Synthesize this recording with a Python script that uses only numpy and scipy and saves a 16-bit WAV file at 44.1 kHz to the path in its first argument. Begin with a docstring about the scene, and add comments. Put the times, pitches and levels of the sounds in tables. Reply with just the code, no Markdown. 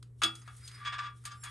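"""Cord and wire tool at a work table

Close to the microphone, in a quiet room with a mains hum, hands work a cord with a thin wire tool.
The cord rustles through the fingers and makes the wire sing as it slides; the tool clicks lightly.
Something hard on the table is knocked, then scraped in a few short strokes, and rings with the
same modes each time. Under the heavy knock the table top rings low."""
import sys
import numpy as np
from scipy import signal
from scipy.fft import rfft, irfft, next_fast_len
from scipy.io import wavfile
from scipy.ndimage import map_coordinates

SR = 44100
rng = np.random.default_rng(int(sys.argv[2]) if len(sys.argv) > 2 else 0)


def bounce(signal):
    """Save signal as a 16-bit WAV file at the path given by the first command-line argument."""
    frames = np.transpose(np.atleast_2d(signal))
    limited = np.clip(frames, -1, 1)
    pcm = np.round(limited * 32767).astype(np.int16)
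    wavfile.write(sys.argv[1], SR, pcm)


N = 66150


def amp(db):
    return 10 ** (np.asarray(db) / 20)


def unit_rms(x):
    return x / np.sqrt(np.mean(x ** 2) + 1e-20)


def along(points, hz):
    """Read (pitch_hz, value) points on a log frequency axis."""
    pitches, values = np.transpose(points)
    return np.interp(np.log(hz + 1), np.log(pitches + 1), values)


def since(start_s):
    """Seconds since start_s, zero before it."""
    return np.maximum(np.arange(N) / SR - start_s, 0)


def fade(t, t60):
    return np.exp(-np.log(1000) * t / t60)


def wobble(knots_per_s):
    """A smooth random curve."""
    return map_coordinates(rng.standard_normal(N), [since(0) * knots_per_s], mode="wrap")


def filtered(x, response):
    """Apply the gain response(hz) to x."""
    size = next_fast_len(N + SR // 2)
    return irfft(rfft(x, size) * response(np.fft.rfftfreq(size, 1 / SR)), size)[..., :N]


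def tone(hz, left_db=0, drift_rad=0.23, drift_per_s=40, spread_rad=0.49):
    """One slightly unsteady mode, its phase spread between left and right."""
    phase = 2 * np.pi * (hz * since(0) + rng.random()) + drift_rad * wobble(drift_per_s)
    sides = np.array([[.5], [-.5]])
    return np.sqrt(2) * amp(sides * left_db) * np.sin(phase + sides * spread_rad * rng.choice([-1, 1]))


# Likeness of left and right at the microphone: pitch_hz, correlation
STEREO_LIKENESS = [(100, 0.97), (300, 0.45), (700, 0.8), (2000, 0.91), (4000, 0.78), (6500, 1), (8000, 1),
                   (10000, -0.95), (12000, 0.028)]
# Balance at the microphone: pitch_hz, left_over_right_db
STEREO_BALANCE = [(200, 2.2), (600, 1.6), (1200, 3), (2000, -0.5), (8000, 0.5)]
def coloured(pair, spectrum):
    """Two unrelated signals become a stereo sound of rms 1; the spectrum sets only its shape."""
    def mid_side_gain(hz):
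        angle = np.arccos(np.clip(along(STEREO_LIKENESS, hz), -1, 1)) / 2
        return amp(along(spectrum, hz)) * [np.cos(angle), np.sin(angle)]
    mid, side = filtered(pair, mid_side_gain)
    balance = lambda hz: amp(np.outer([.5, -.5], along(STEREO_BALANCE, hz)))
    return unit_rms(filtered(np.array([mid + side, mid - side]), balance))


def noise(spectrum):
    return coloured(rng.standard_normal((2, N)), spectrum)


# Room tone around the table: pitch_hz, density_db
ROOM_SPECTRUM = [(20, -24), (45, -4.5), (70, 4.5), (95, -1), (160, -11.5), (300, -16.5), (440, -17),
                 (650, -35), (1200, -35), (4000, -58.5), (11000, -37.5), (13000, -62)]
def room(rumble_db=-61.5, hum_hz=119.8, hum_db=-52.5):
    """Mains hum over the low rumble of a quiet room."""
    hum = np.sqrt(2) * np.sin(2 * np.pi * hum_hz * since(0))
    return amp(rumble_db) * noise(ROOM_SPECTRUM) + amp(hum_db) * hum


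# The cord's high hiss and lower rub, close to the microphone: time_s, level_db
HISS_LEVELS = [(0, -81), (.1, -84.5), (.16, -89), (.19, -70), (.33, -64), (.40, -60.5), (.46, -72),
               (.53, -63.5), (.59, -61.5), (.66, -55.5), (.70, -64), (.76, -60.5), (.83, -68.5),
               (1.1, -80.5), (1.17, -68.5), (1.23, -71.5), (1.36, -66.5), (1.42, -72), (1.5, -56.5)]
RUB_LEVELS = [(0, -92.5), (.17, -90), (.39, -74.5), (.46, -69), (.55, -73.5), (.62, -66), (.7, -61.5),
              (.78, -59), (.84, -56.5), (1.1, -78), (1.21, -80.5), (1.41, -75), (1.5, -58)]
# Their colours: pitch_hz, density_db
HISS_SPECTRUM = [(2000, -11.5), (3500, 4), (4600, -4.5), (5400, 1), (7000, -2), (8700, 7), (10200, 11.5),
                 (11700, -9.5), (12600, -35), (14000, -48)]
RUB_SPECTRUM = [(400, -30), (880, -5), (1170, 10), (1600, 9.5), (2200, 11), (3000, -5.5), (4500, 0.5),
                (8000, -39)]
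def cord_rustle(levels, spectrum, fibre_db=0.5, grip_db=2.5):
    """Fibres catch in fine grains while the grip of the fingers wavers."""
    grains = rng.standard_normal((2, N)) * amp(fibre_db * wobble(knots_per_s=500))
    level_db = np.interp(since(0), *np.transpose(levels)) + grip_db * wobble(knots_per_s=60)
    return coloured(grains, spectrum) * amp(level_db)


# Modes of the wire tool in the hand: pitch_hz
WIRE_MODES_HZ = [4945, 5400, 7440, 8600, 9830, 12500]
# Each mode's share in a loose slide and in a tight pull: relative_db
LOOSE_MODES_DB = [3.5, -23, -29, -11, -24, -34]
TIGHT_MODES_DB = [-28, -6, 2.5, -8, 3.5, -14]
# The cord's moves along the wire: peak_s, swell_s, fall_s
LOOSE_SLIDES = [(.658, .022, .016), (.756, .018, .022)]
TIGHT_PULL = (1.428, .028, .012)
def wire_song(move, modes_db, level_db, waver_db=3.4):
    """Thin, wavering notes swell as the cord slides along the wire."""
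    peak_s, swell_s, fall_s = move
    t = since(0)
    notes = sum(amp(db + waver_db * wobble(130)) * tone(hz, drift_rad=0.67, drift_per_s=37)
                for hz, db in zip(WIRE_MODES_HZ, modes_db))
    envelope = np.exp(-np.maximum((peak_s - t) / swell_s, (t - peak_s) / fall_s))
    return amp(level_db) * notes * envelope


# Modes of the table top under the hands: pitch_hz, level_db, t60_s
TABLE_MODES = [(232, -47, 0.3), (329.4, -37, 0.26), (367.4, -41.5, 0.14), (673, -38, 0.094)]
def table_thud(start_s=.232, rise_s=0.015):
    """The heavy knock sets the table top ringing low."""
    t = since(start_s)
    ring = sum(amp(db) * tone(hz) * fade(t, t60) for hz, db, t60 in TABLE_MODES)
    return (1 - np.exp(-t / rise_s)) * ring


# Decay of the dense modes of the hard body on the table: pitch_hz, t60_s
DENSE_DECAY = [(300, 0.42), (1200, 0.23), (3500, 0.18), (9000, 0.13)]
def dense_modes(spectrum, colour, ripple, release_s, depth_db=7, spacing_hz=40):
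    """Many weak modes leave the same fine peaks and dips each time, and die away from release_s."""
    peaks = lambda hz: amp(depth_db * np.tanh(map_coordinates(ripple, [hz / spacing_hz], mode="wrap")))
    wash = unit_rms(filtered(noise(spectrum), peaks))
    hz, t, bands = signal.stft(filtered(wash, colour), SR, nperseg=256)
    decay = fade(np.maximum(t - release_s, 0), along(DENSE_DECAY, hz)[:, None])
    return signal.istft(bands * decay, SR, nperseg=256)[1][:, :N]


# Clear modes of the same body: pitch_hz
BODY_HZ = [1177, 1225, 1293, 1352, 1417, 1655, 2228, 2330, 2612, 2806, 3355, 3438, 3700, 4150, 4947, 6410,
           7036, 8620]
# One row for each of them: knocked_db, scraped_db, t60_s, left_over_right_db
BODY_MODES = [(-3.5, 0.5, 0.21, 1), (-9, -15.5, 0.3, 7), (-21, -33, 0.35, -20.5), (-13.5, -28, 0.2, 19),
              (-7.5, -13.5, .28, 7), (-5, -12.5, 0.17, 4.5), (-3.5, -16, 0.14, 0.5), (-19, -18.5, 0.28, -4),
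              (-5.5, -36, 0.23, -1.5), (-8.5, -19, .2, 3), (3.5, -8, 0.23, -2.5), (-1.5, -20.5, 0.18, 10.5),
              (0.5, -37, 0.063, -3), (-17, -39, .13, 5), (-4.5, -25, 0.14, -1), (3, -25.5, 0.057, 2),
              (-17, -48, 0.132, -5), (-9, -37, 0.085, -5)]
def scraped_ring(low_power, high_power, waver_db=1.8):
    """Each clear mode stores the power of the scraping and rings on, wavering."""
    ring = np.zeros((2, N))
    for hz, (_, db, t60, left_db) in zip(BODY_HZ, BODY_MODES):
        retained = fade(2 / SR, t60)  # energy falls twice as fast as amplitude
        energy = signal.lfilter([1 - retained], [1, -retained], high_power if hz > 2000 else low_power)
        envelope = amp(db + waver_db * wobble(69.8)) * np.sqrt(energy)
        ring += envelope * tone(hz, left_db, drift_rad=0.43, drift_per_s=50)
    return ring


def struck_ring(tones, start_s, gain):
    """A blow starts all the clear modes at once; each fades at its own speed."""
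    t = since(start_s)
    return sum(amp(db) * gain(hz) * np.roll(mode, round(start_s * SR), axis=1) * fade(t, t60)
               for hz, mode, (db, _, t60, _) in zip(BODY_HZ, tones, BODY_MODES))


# Short strokes on the body, heard close: start_s, length_s, level_db, low_ring_db, high_ring_db, treble_db
STROKES_ON_BODY = [(0.76, 0.15, -62, -6, 2.5, -5), (0.795, 0.033, -61, 13, -1.5, -14),
                   (0.848, .033, -40, 3, 8, 0), (0.922, 0.021, -39.5, 1, -1, -1.5),
                   (0.981, 0.015, -38.5, 4.5, -3, 0), (1.021, 0.051, -47, 4.5, -0.5, -2.5),
                   (1.248, 0.034, -53.5, 4, -11, 5.5), (1.305, 0.017, -54.5, 12, -7, 11),
                   (1.431, 0.045, -50, -1.5, 4, -8)]
# Colour of the scraping: pitch_hz, density_db
SCRAPE_SPECTRUM = [(200, -30), (500, -17), (850, -13.5), (1130, 6.5), (1500, -2.5), (1680, 5), (1950, -5.5),
                   (2350, 0), (2900, -6.5), (3500, -3), (4500, -13), (4950, -6), (5500, -15.5), (6500, -19),
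                   (9300, -20.5), (10300, -47), (14000, -66)]
def scrapes(ripple, slips_per_s=920, rise_s=0.0066, fall_s=0.0032, grit_db=-3.5, wash_db=-1):
    """Irregular slips rattle the dense modes and pump up the clear ones."""
    out, power = np.zeros((2, N)), np.zeros((2, N))
    for start_s, length_s, db, low_ring_db, high_ring_db, treble_db in STROKES_ON_BODY:
        t, end_s = since(start_s), start_s + length_s
        pressure = (1 - np.exp(-t / rise_s)) * np.exp(-since(end_s) / fall_s)
        slipping = rng.random(N) < slips_per_s / SR
        slips = slipping * amp(rng.uniform(-4.8, 3, N)) * rng.choice([-1, 1], (2, N))
        colour = lambda hz: amp(along([(2000, 0.018), (6000, treble_db)], hz))
        grit = pressure * filtered(coloured(slips, SCRAPE_SPECTRUM), colour)
        build_up = np.sqrt(1 - fade(t, t60=.045))
        wash = build_up * dense_modes(SCRAPE_SPECTRUM, colour, ripple, end_s)
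        out += amp(db) * (amp(grit_db) * grit + amp(wash_db) * wash)
        power += (amp(db) * amp([[low_ring_db], [high_ring_db]]) * pressure) ** 2
    return out + scraped_ring(*power)


# Knocks and light tool clicks, close to the microphone:
# start_s, level_db, low_mid_db, treble_db, low_ring_db, high_ring_db, crack_db, crack_t60_s
BLOWS = [(.027, -64, -1.5, 0, -29, -8, 20, 0.017), (.218, -30.5, 7.5, -9, -5.5, -5, -5.5, 0.11),
         (0.2343, -29, -9.5, -1.5, 6, 5, 5.5, 0.054), (.352, -57.5, -1, 4.5, -5.5, 4, 6.5, 0.077),
         (.416, -65, 10.5, 0.5, -21, 11.5, -16, 0.019), (0.4758, -58, 15, -0.5, -2, -3, 4, 0.03),
         (.564, -73, -25, 18.5, -10, -4, 2, 0.091), (0.676, -51, -20, -2, -14, 1, 9, 0.083),
         (0.714, -56.5, -0.5, -6, -25, 2, 9.5, 0.026), (1.238, -72.5, 16, 14.5, -14, -16, -7, 0.038),
         (1.2525, -48.5, 3.5, 6, -16, 3, 5, 0.096), (1.318, -57.5, 11, -5.5, -17, 12, -4, 0.034),
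         (1.436, -48, 3.5, 10, -13, -25, -6, 0.03)]
# Colour of their crack and wash: pitch_hz, density_db
BLOW_SPECTRUM = [(100, -37), (400, -23), (850, -16), (1020, -15), (1220, 2), (1550, -9.5), (2000, -10.5),
                 (2900, -7.5), (3450, -7), (4400, -5), (5050, -7), (5650, -14.5), (6500, -7), (7400, -11),
                 (9200, -4), (10200, -7), (11900, -18.5), (12800, -36), (15000, -54)]
def knocks(ripple, attack_s=0.00074, ring_trim_db=-6.5):
    """Each blow is a crack, a wash of dense modes and the body's clear ring."""
    out = np.zeros((2, N))
    tones = [tone(hz, left_db) for hz, (*_, left_db) in zip(BODY_HZ, BODY_MODES)]
    for start_s, db, low_mid_db, treble_db, low_ring_db, high_ring_db, crack_db, crack_t60 in BLOWS:
        t = since(start_s)
        colour = lambda hz: amp(along([(1600, low_mid_db), (3400, 0), (8000, treble_db)], hz))
        ring_gain = lambda hz: amp(ring_trim_db + along([(4000, low_ring_db), (4800, high_ring_db)], hz))
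        crack = amp(crack_db) * filtered(noise(BLOW_SPECTRUM), colour) * fade(t, crack_t60)
        wash = dense_modes(BLOW_SPECTRUM, colour, ripple, start_s)
        ring = struck_ring(tones, start_s, lambda hz: colour(hz) * ring_gain(hz))
        out += amp(db) * (1 - np.exp(-t / attack_s)) * (crack + wash + ring)
    return out


def scene():
    """Knocks, scrapes and the moving cord up close, the room's hum behind them."""
    ripple = rng.standard_normal(SR // 10)  # one pattern of dense modes for knocks and scrapes
    wire = sum(wire_song(slide, LOOSE_MODES_DB, level_db=-57) for slide in LOOSE_SLIDES)
    wire += wire_song(TIGHT_PULL, TIGHT_MODES_DB, level_db=-63)
    cord = cord_rustle(HISS_LEVELS, HISS_SPECTRUM) + cord_rustle(RUB_LEVELS, RUB_SPECTRUM)
    return knocks(ripple) + table_thud() + scrapes(ripple) + wire + cord + room()


def record(dry):
    """The recorder keeps nothing above its band limit."""
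    return filtered(dry, lambda hz: hz < 15800)


dry = scene()
out = record(dry)
bounce(out)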